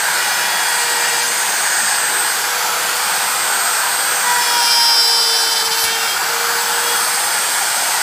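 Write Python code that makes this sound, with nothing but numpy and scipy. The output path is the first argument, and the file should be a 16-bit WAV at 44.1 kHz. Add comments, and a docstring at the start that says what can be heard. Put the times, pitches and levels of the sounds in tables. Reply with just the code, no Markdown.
"""A handheld router cuts slots in a clamped board: the shaft turns at up to 488 Hz and every tone follows its angle.
Air roars through the housing as filtered noise; unbalance hums once a turn and a 17-blade fan whistles.
Light cuts with the two-flute bit buzz at multiples of the shaft speed; in the deep cut the motor sags and the bit
chatters near 5 kHz, as a swelling squeal with rattling sidebands. Then the guide squeaks as a cluster of harmonics,
and the base bumps against the jig with decaying low modes and a burst of scraping noise."""
import sys
import numpy as np
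from scipy import signal
from scipy.io import wavfile
from scipy.ndimage import uniform_filter1d

SR = 44100
rng = np.random.default_rng(int(sys.argv[2]) if len(sys.argv) > 2 else 0)


def to_wav(sig):
    """Store sig (one row per channel, or 1-D mono) as 16-bit WAV at the path in sys.argv[1].

    Samples outside -1..1 are clipped; the rate is SR.
    """
    pcm = np.clip(np.atleast_2d(sig), -1, 1) * 32767
    pcm = np.round(pcm).astype(np.int16)
    wavfile.write(sys.argv[1], SR, pcm.T)  # frames by channels


N = 353682
TIME = np.arange(N) / SR


def undb(db):
    """Amplitude ratio of a level: 20 dB is a factor of ten."""
    return 10 ** (np.asarray(db) / 20)


def unit(x):
    """Normalisation by the root mean square, which becomes 1."""
    return x / np.sqrt(np.mean(x ** 2))


def curves(table, at=TIME):
    """Linear interpolation in time of each column of a table."""
    time_s, *columns = np.transpose(table)
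    return [np.interp(at, time_s, column) for column in columns]


def bell(x, centre, width):
    """Gaussian resonance curve of height 1, with the given full width at half height."""
    return .5 ** ((2 * (x - centre) / width) ** 2)


def flutter(rate):
    """Slow random modulation: `rate` random values a second joined by straight lines, rms 1."""
    place = TIME * rate
    values = rng.standard_normal(N // 16)
    return unit(np.interp(place, np.arange(len(values)), values))


def band(lo_hz, hi_hz):
    """Band-limited noise: white noise through a bandpass filter, rms 1."""
    edges_hz = [lo_hz, min(hi_hz, SR / 2 - 1)]
    bandpass = signal.butter(2, edges_hz, "band", fs=SR, output="sos")
    return unit(signal.sosfilt(bandpass, rng.standard_normal(N)))


def partials(lines, rough, rate):
    """Additive synthesis of (angle, dB) lines, rms 1; each wavers in size and phase on its own."""
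    out = 0
    for angle, db in lines:
        wavering_angle = angle + rng.uniform(0, 2 * np.pi) + rough * flutter(rate)
        amplitude = undb(db) * (1 + rough * flutter(rate))
        out = out + amplitude * np.sin(wavering_angle)
    return unit(out)


def comb(shaft, levels, origin=0):
    """Line spectrum of a periodic drive: (angle, dB) at whole multiples of the shaft angle from an origin."""
    return [(origin + round(k) * shaft, db) for k, db in levels.items()]


def gate(start, length, attack, release):
    """Trapezoidal envelope: rises over `attack` s, holds to `length` s after the start, falls over `release` s."""
    age = TIME - start
    return np.clip(np.minimum(age / attack, 1 - (age - length) / release), 0, 1)


def lagged(x, lag_s):
    """First-order lag: exponential approach to x with the given time constant."""
    keep = np.exp(-1 / (lag_s * SR))
    return signal.lfilter([1 - keep], [1, -keep], x)


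def motor_speed():
    """Rotor inertia: drag of the cut [Hz] lowers the shaft speed [Hz], which sags and recovers with a lag."""
    # pushes of the bit into the board:
    # (start [s], length [s], build-up [s], let-off [s], drag on the shaft [Hz])
    pushes = [(-0.291, 1.233, 0.793, 0.254, 20.704), (4.067, 1.294, 0.511, 0.752, 47.027),
              (5.565, 0.422, 0.241, 0.001, 12.577)]
    idle_hz, lag_s = 487.85, .958
    first_sag_hz = 3.3  # the speed is still a little low at the start
    drag = sum(hz * gate(*shape) for *shape, hz in pushes)
    return drag, idle_hz - lagged(drag, lag_s) - first_sag_hz * np.exp(-TIME / lag_s)


def eddies(shape, bins, frames):
    """Turbulent eddies: noise smoothed twice over frequency and time into slow random patches, rms 1."""
    field = rng.standard_normal(shape)
    for size, axis in 2 * [(bins, 0), (frames, 1)]:
        field = uniform_filter1d(field, size, axis=axis, mode="wrap")
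    return unit(field)


def air(patchy_db=1.65, lumpy_db=1.59):
    """Turbulence noise rings cavities; vent and gap resonances shift as the base slides over the jig."""
    # spectra of the air's roar and hiss, before gain: (frequency [Hz], relative level [dB])
    roar_spectrum = [(25, -57), (70, -28), (130, -24), (185, -14.5), (275, -22.5), (400, -13.5), (600, -11),
                     (1150, -7.5), (2200, -7), (3000, -11.5), (6000, -16.5), (9000, -24.5), (16000, -32)]
    hiss_spectrum = [(1000, -42), (3000, -9), (5000, 1.5), (8000, 4.5), (9000, 2.5), (11500, -0.5),
                     (15000, 0)]
    # resonances of housing and base: (frequency [Hz], width [Hz], boost [dB])
    cavity_modes = [(331, 34, 4.5), (850, 280, 9.5), (3340, 480, 3.5), (4610, 860, 5.5), (5500, 410, -1.5),
                    (6220, 200, 3.5), (7400, 820, 2.5)]
    # moving colour: (time [s], vent resonance [Hz], its boost [dB],
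    # resonance of the gap under the base [Hz], its boost [dB], hiss gain [dB])
    airway = [(0, 1570, 10, 6900, 2, -24), (1.2, 1590, 7, 6800, 2.5, -23.5),
              (1.9, 1610, 10.5, 6600, 6, -24), (2.3, 1490, 8, 7260, -2.5, -22),
              (2.7, 1410, 7, 9500, 3, -22.5), (3.5, 1440, 9, 7500, 0.5, -22.5),
              (4.35, 1480, 10.5, 7450, -0.5, -21), (5.1, 1470, 8, 7000, -3, -20),
              (6.3, 1480, 8.5, 7200, -1.5, -22.5), (7, 1470, 9.5, 7100, -2.5, -20.5),
              (8.02, 1480, 8, 7000, 0, -21.7)]
    roar_db, vent_width_hz, gap_width_hz = -7, 516, 1100
    frame = 1024  # samples

    hz, frame_times, noise = signal.stft(rng.standard_normal(N), SR, nperseg=frame)
    vent_hz, vent_db, gap_hz, gap_db, hiss_db = curves(airway, frame_times)
    hz = hz[:, None] + 1  # keeps the logarithm finite at 0 Hz

    def spectrum_db(table):
        """Spectral envelope: levels joined by straight lines over log frequency."""
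        table_hz, table_db = np.transpose(table)
        return np.interp(np.log(hz), np.log(table_hz), table_db)

    cavities_db = sum(db * bell(hz, centre, width) for centre, width, db in cavity_modes)
    sliding_db = vent_db * bell(hz, vent_hz, vent_width_hz) + gap_db * bell(hz, gap_hz, gap_width_hz)
    lumps_db = lumpy_db * eddies(noise.shape, bins=2, frames=7)
    patches_db = patchy_db * eddies(noise.shape, bins=6, frames=14)
    roar = undb(spectrum_db(roar_spectrum) + roar_db + lumps_db)
    hiss = undb(spectrum_db(hiss_spectrum) + hiss_db + patches_db)
    coloured = noise * np.hypot(roar, hiss) * undb(cavities_db + sliding_db)
    return signal.istft(coloured, SR, nperseg=frame)[1][:N]


def motor(shaft):
    """Rotating unbalance hums once a turn; the fan whistles at its blade-passing frequency."""
    # unbalance hum: (time [s], level [dB])
    hum_levels = [(0, -40.5), (.5, -47), (.85, -36.5), (1.3, -34.5), (1.6, -53), (2.1, -39), (2.7, -38.5),
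                  (3.7, -46), (4.4, -35.5), (4.85, -42.5), (5.15, -30), (6.02, -33), (6.17, -52),
                  (6.3, -32.5), (6.9, -32), (7.45, -49), (8.02, -52)]
    # fan whistle: (time [s], level [dB])
    whistle_levels = [(0, -25), (.5, -32), (.72, -23.5), (1.45, -24.5), (1.85, -21.5), (2.27, -22.5),
                      (2.65, -42), (3.05, -28), (3.6, -22.5), (4.2, -23), (4.5, -27), (5.4, -29),
                      (6.35, -34.5), (6.95, -23), (7.35, -24.5), (8.02, -25.5)]
    (hum_db,), (fan_db,) = curves(hum_levels), curves(whistle_levels)
    blades = 17
    hum = partials([(shaft, 0)], rough=0.17, rate=30)
    whistle = partials([(blades * shaft, 0)], rough=0.14, rate=70)
    return undb(hum_db) * hum + undb(fan_db) * whistle


def contact():
    """Powers of bites and light grazing add: gains of beat, octave, rasp, board and bit, and bit pitch [Hz]."""
    # light grazing between bites: (flute beat [dB], its octave [dB], rasp [dB], board ring [dB], bit ring [dB])
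    graze_db = (-38.5, -39, -35, -59, -41)
    # the bit catches the wood: (start [s], length [s], flute beat [dB], its octave [dB], rasp [dB],
    # board ring [dB], bit ring [dB], pitch of the bit ring [Hz])
    bites = [(0.137, 0.28, -38, -29, -28, -39, -31.5, 5170),
             (0.397, 0.35, -50, -28.5, -33, -30.5, -32, 4900),
             (0.754, 0.51, -38, -28.5, -28.5, -41, -29.5, 4850),
             (1.838, .11, -44, -40, -34, -50, -26.5, 4950), (4.23, 0.15, -18.5, -26, -35, -32, -33, 5550),
             (4.372, 0.17, -30, -34, -27, -28, -24.5, 5100), (4.488, 0.13, -18, -37, -28, -33, -27, 5070),
             (4.624, .08, -30, -46, -21, -34, -38, 5100), (4.72, 0.19, -20.5, -35, -28, -27, -46, 5100),
             (5.825, 0.14, -42, -31, -23, -27, -30, 5200), (5.978, 0.078, -45, -44, -21.5, -40, -25, 5300),
             (6.055, 0.064, -40, -44, -32, -24, -25, 5150), (6.18, 0.45, -39, -50, -35.5, -58, -39, 5100),
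             (6.817, .11, -30, -48, -33, -26.5, -30, 4900), (7.45, 0.6, -38, -45, -48, -50, -35, 5200)]
    graze_ring_hz, attack_s, release_s = 5160, 0.051, 0.073
    power = undb(graze_db)[:, None] ** 2 * np.ones(N)
    weighted_pitch = graze_ring_hz * power[-1]
    for start, length, *levels_db, ring_hz in bites:
        bite = (undb(levels_db)[:, None] * gate(start, length, attack_s, release_s)) ** 2
        power = power + bite
        weighted_pitch = weighted_pitch + ring_hz * bite[-1]
    return np.sqrt(power), weighted_pitch / power[-1]


def bit_ring(shaft, speed_hz, ring_hz, overtone_db=-9):
    """Forced resonance: the shaft harmonics that lie nearest the bit's resonance stand out."""
    # weak overtones: {multiple of shaft speed: relative level [dB]}
    bit_overtones = {16: -3, 19: 0, 20: -1, 21: 0, 22: -1}
    bit_width_hz = 840
    ring = 0
    for k in range(9, 14):
        line = partials([(k * shaft, 0)], rough=.16, rate=35)
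        ring = ring + bell(k * speed_hz, ring_hz, bit_width_hz) * line
    overtones = partials(comb(shaft, bit_overtones), rough=0.33, rate=29)
    return unit(ring) + undb(overtone_db) * overtones


def cutting(shaft, speed_hz, drag, tearing_db=-5):
    """Periodic impact: two flutes strike each turn; uneven bites rasp and set board and bit ringing."""
    # lines excited by the cutting edges: {multiple of shaft speed: relative level [dB]}
    rasp_lines = {3: -2, 5: 0.86, 6: -1.6, 8: -4.5, 9: -5.5, 13: -5.5}
    # ring of the board: {multiple of shaft speed: relative level [dB]}
    board_lines = {7: 0, 14: -30, 21: -28}
    loaded_beat_db = -27  # extra beat at the heaviest drag
    (beat_gain, octave_gain, rasp_gain, board_gain, bit_gain), ring_hz = contact()
    flutes = 2 * shaft

    loaded_gain = undb(loaded_beat_db) * drag / drag.max()
    beat = np.hypot(beat_gain, loaded_gain) * partials([(flutes, 0)], rough=0.1, rate=47)
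    octave = octave_gain * partials([(2 * flutes, 0)], rough=0.21, rate=50)
    rasp = rasp_gain * partials(comb(shaft, rasp_lines), rough=0.24, rate=35)
    board = board_gain * partials(comb(shaft, board_lines), rough=0.14, rate=52)
    # fibres tear in one short burst at each stroke of a flute
    bursts = np.exp(1.2 * np.cos(flutes)) * undb(2.5 * flutter(300))
    tearing = unit(band(2200, 9000) * bursts)
    bit = bit_gain * (bit_ring(shaft, speed_hz, ring_hz) + undb(tearing_db) * tearing)
    return beat + octave + rasp + board + bit


def drone(drag):
    """Narrow-band resonance of the clamped board, whose amplitude grows with the square of the drag."""
    # drone band: (lower edge [Hz], upper edge [Hz], level at the heaviest drag [dB])
    drone_band = (310, 340, -46)
    lo_hz, hi_hz, db = drone_band
    return undb(db) * (drag / drag.max()) ** 2 * band(lo_hz, hi_hz)


def chatter(shaft, pitch, spell, chips_db=-9):
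    """Self-excited flexing of the bit near 5 kHz, out of step with the shaft, whose blows add sidebands."""
    # sidebands of the flexing in the squeal, in the board and in the rattle:
    # {offset [shaft speeds]: relative level [dB]}
    squeal_sidebands = {0: 0, 1: -2}
    board_sidebands = {-5: -16, -4: 0}
    rattle_sidebands = {-3: -2.1, -2: 0.31, -1: 0.74, 2: -2}
    # sidebands of its octave in the rattle: {offset [shaft speeds]: relative level [dB]}
    octave_sidebands = {-7: -12, -5: -19, -4: -4, -2: -4.5, -1: -4.5, 0: -5, 1: -12}
    # moments of lost grip: (time [s], width at half depth [s], depth [dB])
    slips = [(5.505, 0.018, 3), (5.548, 0.016, 6), (5.592, .012, 5), (5.639, 0.023, 8), (5.695, 0.021, 20),
             (5.76, 0.043, 6)]
    attack_s, release_s, squeal_swell_db = 0.11, .26, 13
    # board and rattle start this much weaker and build up with this time constant
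    build_db, build_s = 7.5, 0.26

    start, length, swell, peak_db, fade_db_per_s, board_db, rattle_db = spell
    ratio, = curves(pitch)
    flex = np.cumsum(ratio * np.gradient(shaft)) + 0.13 * flutter(90)

    # the squeal swells to its peak, then fades at a constant rate in decibels
    past_peak = TIME - start - swell
    rise_db = squeal_swell_db * (past_peak / swell) ** 2
    squeal_db = peak_db - np.where(past_peak < 0, rise_db, fade_db_per_s * past_peak)
    squeal = undb(squeal_db) * partials(comb(shaft, squeal_sidebands, flex), rough=0.12, rate=55)

    board = undb(board_db) * partials(comb(shaft, board_sidebands, flex), rough=0.12, rate=35)
    rattle_lines = comb(shaft, rattle_sidebands, flex) + comb(shaft, octave_sidebands, 2 * flex)
    rattle = partials(rattle_lines, rough=0.27, rate=35)
    chips = undb(chips_db) * band(3900, 6100)
    build = undb(-build_db * np.exp(-np.maximum(TIME - start, 0) / build_s))
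    building = build * (board + undb(rattle_db) * (rattle + chips))

    grip = undb(-sum(depth * bell(TIME, time_s, width) for time_s, width, depth in slips))
    strokes = undb(0.8 * flutter(450))  # strokes of uneven depth
    return gate(start, length, attack_s, release_s) * grip * strokes * (squeal + building)


def squeak(shaft):
    """Friction-driven harmonics: the guide rubs metal on metal on the jig, in step with the shaft."""
    # squeak lines: {multiple of shaft speed: relative level [dB]}
    squeak_lines = {12: -6, 14: -6, 16: -10, 18: -5, 24: -2, 26: 1, 28: -8, 30: -10, 32: -1}
    level_db = -22
    envelope = gate(start=5.745, length=.1, attack=.05, release=.025)  # s
    return envelope * undb(level_db) * partials(comb(shaft, squeak_lines), rough=0.3, rate=43)


def bumps(thump_decay=0.0071, scrape_decay=0.026):
    """Impulse response of well damped bench modes, a dull thump, with a short scrape on top; decays in s."""
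    # the base meets the jig: (time [s], thump gain [dB], scrape gain [dB])
    impacts = [(5.836, -34.5, -13), (6.17, -43, -43)]
    # modes of the bench: (frequency [Hz], relative level [dB])
    bench_modes = [(78, 1), (125, -2)]
    out, scrape = 0, band(2000, 12000)
    for time_s, thump_db, scrape_db in impacts:
        age = np.maximum(TIME - time_s, 0)
        push = age / thump_decay * np.exp(1 - age / thump_decay)
        thump = push * sum(undb(db) * np.sin(2 * np.pi * hz * age) for hz, db in bench_modes)
        rub = (1 - np.exp(-age / .003)) * np.exp(-age / scrape_decay)
        out = out + undb(thump_db) * thump + undb(scrape_db) * rub * scrape
    return out


def scene():
    """Superposition of sources: one shaft drives every tone of the router; both channels are the same."""
    # chatter pitch as the bit enters, then in the deep cut: (time [s], vibrations per shaft turn)
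    entry_pitch = [(4.36, 10.95), (4.56, 10.87), (4.7, 10.87), (4.95, 10.92)]
    deep_pitch = [(4.6, 10.6), (4.7, 10.62), (4.9, 10.684), (5.2, 10.729), (5.4, 10.755), (5.7, 10.825),
                  (5.96, 10.82)]
    # spells of chatter: (start [s], length [s], swell of the squeal [s], squeal at its peak [dB],
    # its fading [dB/s], board ring [dB], rattle [dB])
    spells = [(4.42, 0.28, 0.19, -24, 30, -25, -29), (4.535, 1.21, 0.43, -10.5, 12, -23.5, -17.5)]
    drag, speed_hz = motor_speed()
    shaft = 2 * np.pi * np.cumsum(speed_hz) / SR + 0.011 * flutter(25)  # angle in radians
    running = air() + motor(shaft)
    cut = cutting(shaft, speed_hz, drag) + drone(drag)
    chatters = sum(chatter(shaft, pitch, spell) for pitch, spell in zip((entry_pitch, deep_pitch), spells))
    sound = running + cut + chatters + squeak(shaft) + bumps()
    return np.array([sound, sound])


def record(dry, low_cut_hz=24):
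    """Compression and band limits of a phone: thinned deep bass, lagging gain, rounded peaks, cut top."""
    threshold_db, reaction_s = -16.5, 0.28
    share = 0.5  # part of the excess in dB that is taken off
    ceiling, hardness = .75, 6
    top_hz = 15280

    thin = signal.sosfilt(signal.butter(2, low_cut_hz, "high", fs=SR, output="sos"), dry)
    loudness = np.sqrt(lagged(thin ** 2, reaction_s))
    excess = np.maximum(loudness / undb(threshold_db), 1)
    held = thin / excess ** share
    rounded = held / (1 + np.abs(held / ceiling) ** hardness) ** (1 / hardness)
    return signal.sosfilt(signal.ellip(12, .2, 80, top_hz, fs=SR, output="sos"), rounded)


dry = scene()
out = record(dry)
to_wav(out)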